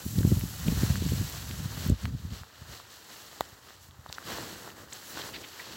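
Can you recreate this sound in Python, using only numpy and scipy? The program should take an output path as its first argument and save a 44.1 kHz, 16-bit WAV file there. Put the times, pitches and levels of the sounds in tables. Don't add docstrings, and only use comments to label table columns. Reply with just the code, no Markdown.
import sys
import numpy as np
from scipy import signal
from scipy.fft import rfft, irfft
from scipy.io import wavfile
from scipy.ndimage import uniform_filter1d

SR = 44100
rng = np.random.default_rng(int(sys.argv[2]) if len(sys.argv) > 2 else 0)


def master(y):
    cut = np.clip(np.atleast_2d(y).T, -1, 1)
    pcm = np.round(cut * 32767)
    wavfile.write(sys.argv[1], SR, pcm.astype(np.int16))


N = 254016
TOP_HZ = 15900
# (t/s, peak suction level/dB, f/Hz)
EDDY_HITS = [(.064, -22, 157), (.185, -13.5, 150), (.209, -18.5, 200), (0.251, -10, 162), (0.276, -15, 128),
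             (0.319, -13.5, 206), (0.325, -11, 130), (.371, -14.5, 111), (0.438, -18.5, 142),
             (.684, -11.5, 120), (.725, -16, 151), (0.777, -17, 111), (0.835, -13, 196),
             (0.906, -14.5, 109), (1.023, -20.5, 210), (1.064, -19.5, 170), (1.122, -22.5, 263),
             (1.134, -19, 151), (1.214, -21, 164), (1.509, -27, 130), (1.605, -27.5, 130),
             (1.659, -24, 115), (1.865, -21.5, 115), (1.901, -11.5, 157), (1.921, -13, 121),
             (2.047, -23, 118), (2.149, -20.5, 107), (2.252, -26, 108), (2.322, -24, 92.9),
             (2.414, -35.5, 89), (2.62, -38, 99), (2.699, -39, 95), (3.529, -42.5, 89), (3.89, -42, 89),
             (3.992, -42, 89), (4.093, -39.5, 100)]


def undb(db):
    return 10 ** (np.asarray(db) / 20)


def unit(x):
    return x / np.sqrt(np.mean(x ** 2))


def curves(table):
    s, *columns = np.transpose(table)
    return [np.interp(np.arange(N) / SR, s, column) for column in columns]


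def colour(x, points):
    hz, db = np.transpose(points)
    size = 2 * N
    log_hz = np.log(np.fft.rfftfreq(size, 1 / SR) + 1)
    gain = undb(np.interp(log_hz, np.log(hz), db))
    cepstrum = irfft(np.log(gain))
    cepstrum[1:N] *= 2
    cepstrum[N + 1:] = 0
    return irfft(rfft(x, size) * np.exp(rfft(cepstrum)))[:N]


def walk(rate):
    hold = int(SR / rate)
    held = np.repeat(rng.standard_normal(N // hold + 1), hold)
    smooth = uniform_filter1d(uniform_filter1d(held, hold), hold)
    return unit(smooth[:N])


def add(track, s, sound):
    start = max(int(s * SR), 0)
    part = sound[:N - start]
    track[start:start + len(part)] += part


def fade(t, t60):
    return np.exp(-np.log(1000) * t / t60)


def swell(s, half_length, release=1):
    away = (np.arange(N) / SR - s) / half_length
    away = np.where(away > 0, away / release, away)
    return np.exp(-.5 * np.clip(away, -8, 8) ** 2)


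def friction(grain_db):
    sizes = undb(grain_db * rng.standard_normal(N))
    return unit(rng.standard_normal(N) * sizes)


def wind(trim_db=-2.0, flutter_db=2.0, fresh_db=-36, brighten=0.42):
    # (t/s, rumble level before the trim/dB)
    air_flow = [(.02, -53), (.11, -36.5), (.2, -29.5), (.44, -35.5), (.56, -44.5), (.68, -29.5),
                (.92, -31.5), (1.2, -30.5), (1.3, -44), (1.41, -45), (1.48, -37), (1.87, -37.5),
                (1.98, -49), (2.08, -33.5), (2.2, -44), (2.38, -44.5), (2.5, -73), (2.68, -48), (2.9, -67),
                (3.67, -64), (3.95, -58), (4.2, -64)]
    # (f/Hz, relative level per Hz/dB)
    wind_colour = [(30, -17), (65, 4), (125, 3), (200, -4.5), (290, -13.5), (370, -25), (500, -25),
                   (1000, -64)]
    swirl_db, swirl_s = -15, 0.016

    mean_db, = curves(air_flow)
    swirl_power = sum((undb(db + swirl_db) * swell(s, swirl_s)) ** 2 for s, db, hz in EDDY_HITS)
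    steady_power = undb(mean_db + trim_db + flutter_db * walk(34.94)) ** 2
    flow_db = 10 * np.log10(steady_power + swirl_power)
    turbulence = unit(colour(rng.standard_normal(N), wind_colour))
    turbulence /= np.sqrt(uniform_filter1d(turbulence ** 2, size=1500))
    lowpass = signal.butter(3, 150, fs=SR, output="sos")
    large = signal.sosfiltfilt(lowpass, turbulence)
    small_db = np.clip(brighten * (flow_db - fresh_db), -14, 0)
    small = (turbulence - large) * undb(small_db)
    return (large + small) * undb(flow_db)


def eddies(core=2.47, wake_db=-19, wake_hz=470):
    out, t = np.zeros(N), np.arange(-1024, 1024) / SR
    wake_band = signal.butter(2, [wake_hz / 1.5, wake_hz * 1.5], "band", fs=SR, output="sos")
    for s, db, hz in EDDY_HITS:
        radius = 2 * np.pi * hz * t / core
        pressure = (3 * radius ** 2 - 1) / (1 + radius ** 2) ** 3
        wake = unit(signal.sosfilt(wake_band, rng.standard_normal(len(t))))
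        wake *= np.exp(-(radius / 2) ** 2)
        add(out, s + t[0], undb(db) * pressure + undb(2 * db + wake_db) * wake)
    return out


def rubbing(straighten_db=1):
    # (t/s, level before straighten_db/dB, weight of the rub/dB, crispness/dB)
    straightening = [(0.03, -51, -2.5, -1.5), (0.056, -50, -10.5, 2.5), (0.258, -50, -4, 2),
                     (0.264, -47, -8, 1), (0.504, -50, -5, -1), (0.848, -41.5, -3.5, -4),
                     (0.992, -45, -9.5, -7), (1.098, -43.5, -8, -5), (1.676, -49.5, -3, -5),
                     (1.864, -43, -5.5, -7.5), (1.95, -55.5, -3.5, -13)]
    # (t/s, level/dB, half length of the rise/s, weight of the rub/dB, crispness/dB)
    moves = [(2.022, -49, 0.033, -4, -9.5), (2.202, -56.5, 0.08, -6, -9), (2.351, -48.5, .035, -5, -10.5),
             (2.627, -56.5, 0.19, -3.5, -10.5), (2.736, -49, 0.046, -4, -10), (2.936, -52, 0.038, -5, -8),
             (3.157, -50.5, 0.1, -5.5, -7.5), (3.387, -54.5, 0.098, -1.5, -7),
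             (3.691, -55, 0.052, -4.5, -9.5), (3.835, -60.5, 0.03, -9, 0), (4.163, -56.5, 0.083, 0.5, -6),
             (4.321, -41, 0.055, -2, -11), (4.475, -47, 0.086, -3, -7.5), (4.647, -52, 0.042, 1, -7),
             (4.8, -55, 0.036, 2.5, -5.5), (4.956, -48.5, 0.042, -5, -7), (5.094, -49, 0.056, -3.5, -2),
             (5.191, -43, 0.037, -3, -12.5), (5.262, -47, 0.024, -0.5, -4), (5.402, -50, 0.13, -5, -8.5),
             (5.592, -50.5, 0.033, -2, -7), (5.724, -47, 0.094, -4.5, -13.5)]
    # (level/dB, weight of the rub/dB, crispness/dB)
    still_db, still_weight_db, still_crisp_db = (-64, 1, -6)
    settle_t60 = 0.61
    release = 1.49

    rub_db, weight_db, crisp_db = curves(straightening)
    upright_s = np.maximum(np.arange(N) / SR - straightening[-1][0], 0)
    straighten_size = undb(rub_db + straighten_db) * fade(upright_s, settle_t60)
    motions = [(straighten_size, weight_db, crisp_db), (undb(still_db), still_weight_db, still_crisp_db)]
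    for s, db, half_length, weight, crisp in moves:
        motions.append((undb(db) * swell(s, half_length, release), weight, crisp))
    power = sum(size ** 2 for size, _, _ in motions)
    weight_db = sum(size ** 2 * weight for size, weight, _ in motions) / power
    crisp_db = sum(size ** 2 * crisp for size, _, crisp in motions) / power
    return 10 * np.log10(power), weight_db, crisp_db


def rustle(rub_db, weight_db, crisp_db, scuff_db=1.5, sheen_db=1.0, hiss_db=2.0,
           flicker_db=0.59, sheen_follow=0.59, crackle_db=1.0):
    # (f/Hz, relative level per Hz/dB)
    scuff_colour = [(60, -10), (150, -2), (350, 1), (700, -0.5), (1200, 1), (1900, 1), (2600, -15),
                    (5000, -32)]
    swish_colour = [(1200, -26.5), (2200, -5), (3000, 0), (4400, -2), (5600, -5), (8000, -25.5),
                    (14000, -21)]
    sheen_colour = [(3500, -16), (5500, 2), (8000, -0.5), (10000, -5.5), (14000, -23)]
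    hiss_colour = [(6000, -14), (9000, 1), (11000, 1), (16000, -1.5)]

    scuff = unit(colour(friction(grain_db=6.5), scuff_colour)) * undb(weight_db + scuff_db)
    swish = unit(colour(friction(grain_db=4.5), swish_colour))
    sheen = unit(colour(friction(grain_db=6.0), sheen_colour)) * undb(sheen_follow * crisp_db + sheen_db)
    hiss = unit(colour(friction(grain_db=5.0), hiss_colour)) * undb(crisp_db + hiss_db)
    catching = undb(crackle_db * walk(500))
    layers = (scuff + swish) * catching + sheen + hiss
    return layers * undb(rub_db + flicker_db * walk(70))


def treads():
    # (t/s, level/dB, half length/s)
    footfalls = [(4.31, -41, 0.031), (4.402, -44, 0.032), (4.492, -48, 0.056), (4.665, -53, 0.064),
                 (4.806, -56.5, 0.058), (5.178, -53.5, 0.13), (5.3, -57.5, 0.048), (5.397, -51.5, 0.048),
                 (5.75, -51.5, 0.056)]
    # (f/Hz, relative level per Hz/dB)
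    turf_colour = [(60, -6.5), (150, -3.5), (300, -4.5), (550, -9.5), (1000, -14), (2500, -33)]
    pressure = sum(undb(db) * swell(s, half_length) for s, db, half_length in footfalls)
    return pressure * unit(colour(friction(grain_db=6), turf_colour))


def crunches(trim_db=-5.0):
    # (t/s, level before the trim/dB, centre f/Hz, width/octaves, half length/s)
    squeezes = [(0.682, -24.5, 2780, 0.61, 0.0011), (4.093, -39.5, 4000, .4, 0.0023),
                (4.149, -39, 4200, 1.1, 0.0053), (4.927, -31, 2950, 1.6, 0.0015),
                (4.933, -30, 7200, 0.66, 0.0015), (5.217, -30.5, 3400, 1.2, .003),
                (5.344, -33.5, 2660, 1.5, 0.0062), (5.362, -33, 2700, 1.4, 0.0068),
                (5.444, -36.5, 2770, .7, 0.008), (5.598, -33, 2100, 0.53, 0.0022),
                (5.604, -38, 2000, 0.41, 0.0042)]
    out, slips = np.zeros(N), friction(grain_db=5)
    for s, db, hz, octaves, half_length in squeezes:
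        spread = 2 ** (octaves / 2)
        band = signal.butter(3, [hz / spread, hz * spread], "band", fs=SR, output="sos")
        squeeze = swell(s, half_length)
        burst = squeeze * signal.sosfilt(band, slips)
        evening = np.sqrt(np.sum(squeeze ** 2) / np.sum(burst ** 2))
        out += undb(db + trim_db) * burst * evening
    return out


def stray_ticks(rub_db, count=24, above_rub_db=9, scatter_db=3, low_hz=1500, high_hz=10000, t60=0.0034):
    snaps = []
    for when, size, pitch in rng.random((count, 3)):
        db = rub_db[int(when * N)] + above_rub_db + scatter_db * (2 * size - 1)
        hz = low_hz * (high_hz / low_hz) ** pitch
        snaps.append((when * N / SR, db, hz, t60))
    return snaps


def ticks(snaps, grit_t60=0.014, grit_rms=0.155):
    out, t = np.zeros(N), np.arange(2048) / SR
    for s, db, hz, t60 in snaps:
        band = signal.butter(1, [hz / 2, min(2 * hz, TOP_HZ)], "band", fs=SR, output="sos")
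        ring = signal.sosfilt(band, np.sin(2 * np.pi * hz * t) * fade(t, t60))
        ring /= np.abs(ring).max()
        grit = unit(signal.sosfilt(band, rng.standard_normal(len(t)))) * fade(t, grit_t60)
        add(out, s, undb(db) * (ring + grit_rms * grit))
    return out


def knock(knock_s=3.4082, knock_db=-5, rise_periods=0.76):
    # (f/Hz, t60/s, level relative to the knock/dB)
    case_modes = [(230, 0.01, -36), (793, 0.0047, 5), (1050, 0.0055, -6), (1930, 0.016, -21),
                  (3700, 0.0043, -9), (7000, 0.0021, -14.5), (12300, 0.0012, -14), (15200, 0.00076, -9)]
    out, t = np.zeros(N), np.arange(2048) / SR
    for hz, t60, db in case_modes:
        rise = 1 - np.exp(-t * hz / rise_periods)
        ring = -np.sin(2 * np.pi * hz * t) * fade(t, t60)
        add(out, knock_s, undb(knock_db + db) * rise * ring)
    return out


def far_air(air_db=-64):
    # (f/Hz, relative level per Hz/dB)
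    far_colour = [(40, -2), (100, 13), (300, -12.5), (1300, 2), (2500, -26), (8000, -21), (16000, -52)]
    return unit(colour(rng.standard_normal(N), far_colour)) * undb(air_db + walk(1.85))


def scene():
    # (t/s, peak level of the ring/dB, f/Hz, t60/s)
    strap_snaps = [(.1886, -24, 4000, 0.0022), (.2313, -30.5, 1590, .007), (.269, -26, 13000, 0.0014),
                   (.3948, -24, 12000, .002), (.4113, -27.5, 2800, 0.0016), (.9564, -23, 1690, 0.0033),
                   (1.298, -26, 13000, 0.0026), (1.5118, -23, 2800, 0.0011), (1.8755, -28, 14500, .004),
                   (1.8975, -23.5, 7800, 0.0027), (2.0549, -20.5, 1774, 0.0012),
                   (2.4344, -33, 1340, 0.0035), (2.8, -33.5, 1070, .004), (3.91, -41.5, 3480, 0.0056),
                   (4.062, -31, 1040, .005), (4.0994, -35, 886, .0045), (4.1268, -20, 4230, 0.00079),
                   (4.1832, -24, 1440, .0065), (4.385, -27.5, 700, 0.0027), (4.676, -33, 800, 0.0031),
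                   (4.703, -33, 2930, 0.0037)]
    rub_db, weight_db, crisp_db = rubbing()
    mono = wind() + eddies()
    mono += rustle(rub_db, weight_db, crisp_db) + treads() + crunches()
    mono += ticks([*strap_snaps, *stray_ticks(rub_db)])
    mono += knock() + far_air()
    return np.array([mono, mono])


def record(dry):
    # (f/Hz, level/dB)
    port_response = [(22, -37), (35, -17), (60, 1.5), (1900, -0.5), (2300, -4), (2900, -2.5), (3500, -3.5),
                     (4300, 0.5), (5200, -3.5), (7700, 1.5), (9100, -8.5), (10800, -1), (15500, 3)]
    heard = np.array([colour(channel, port_response) for channel in dry])
    lowpass = signal.ellip(10, .2, 80, TOP_HZ, fs=SR, output="sos")
    return signal.sosfilt(lowpass, heard)


dry = scene()
out = record(dry)
master(out)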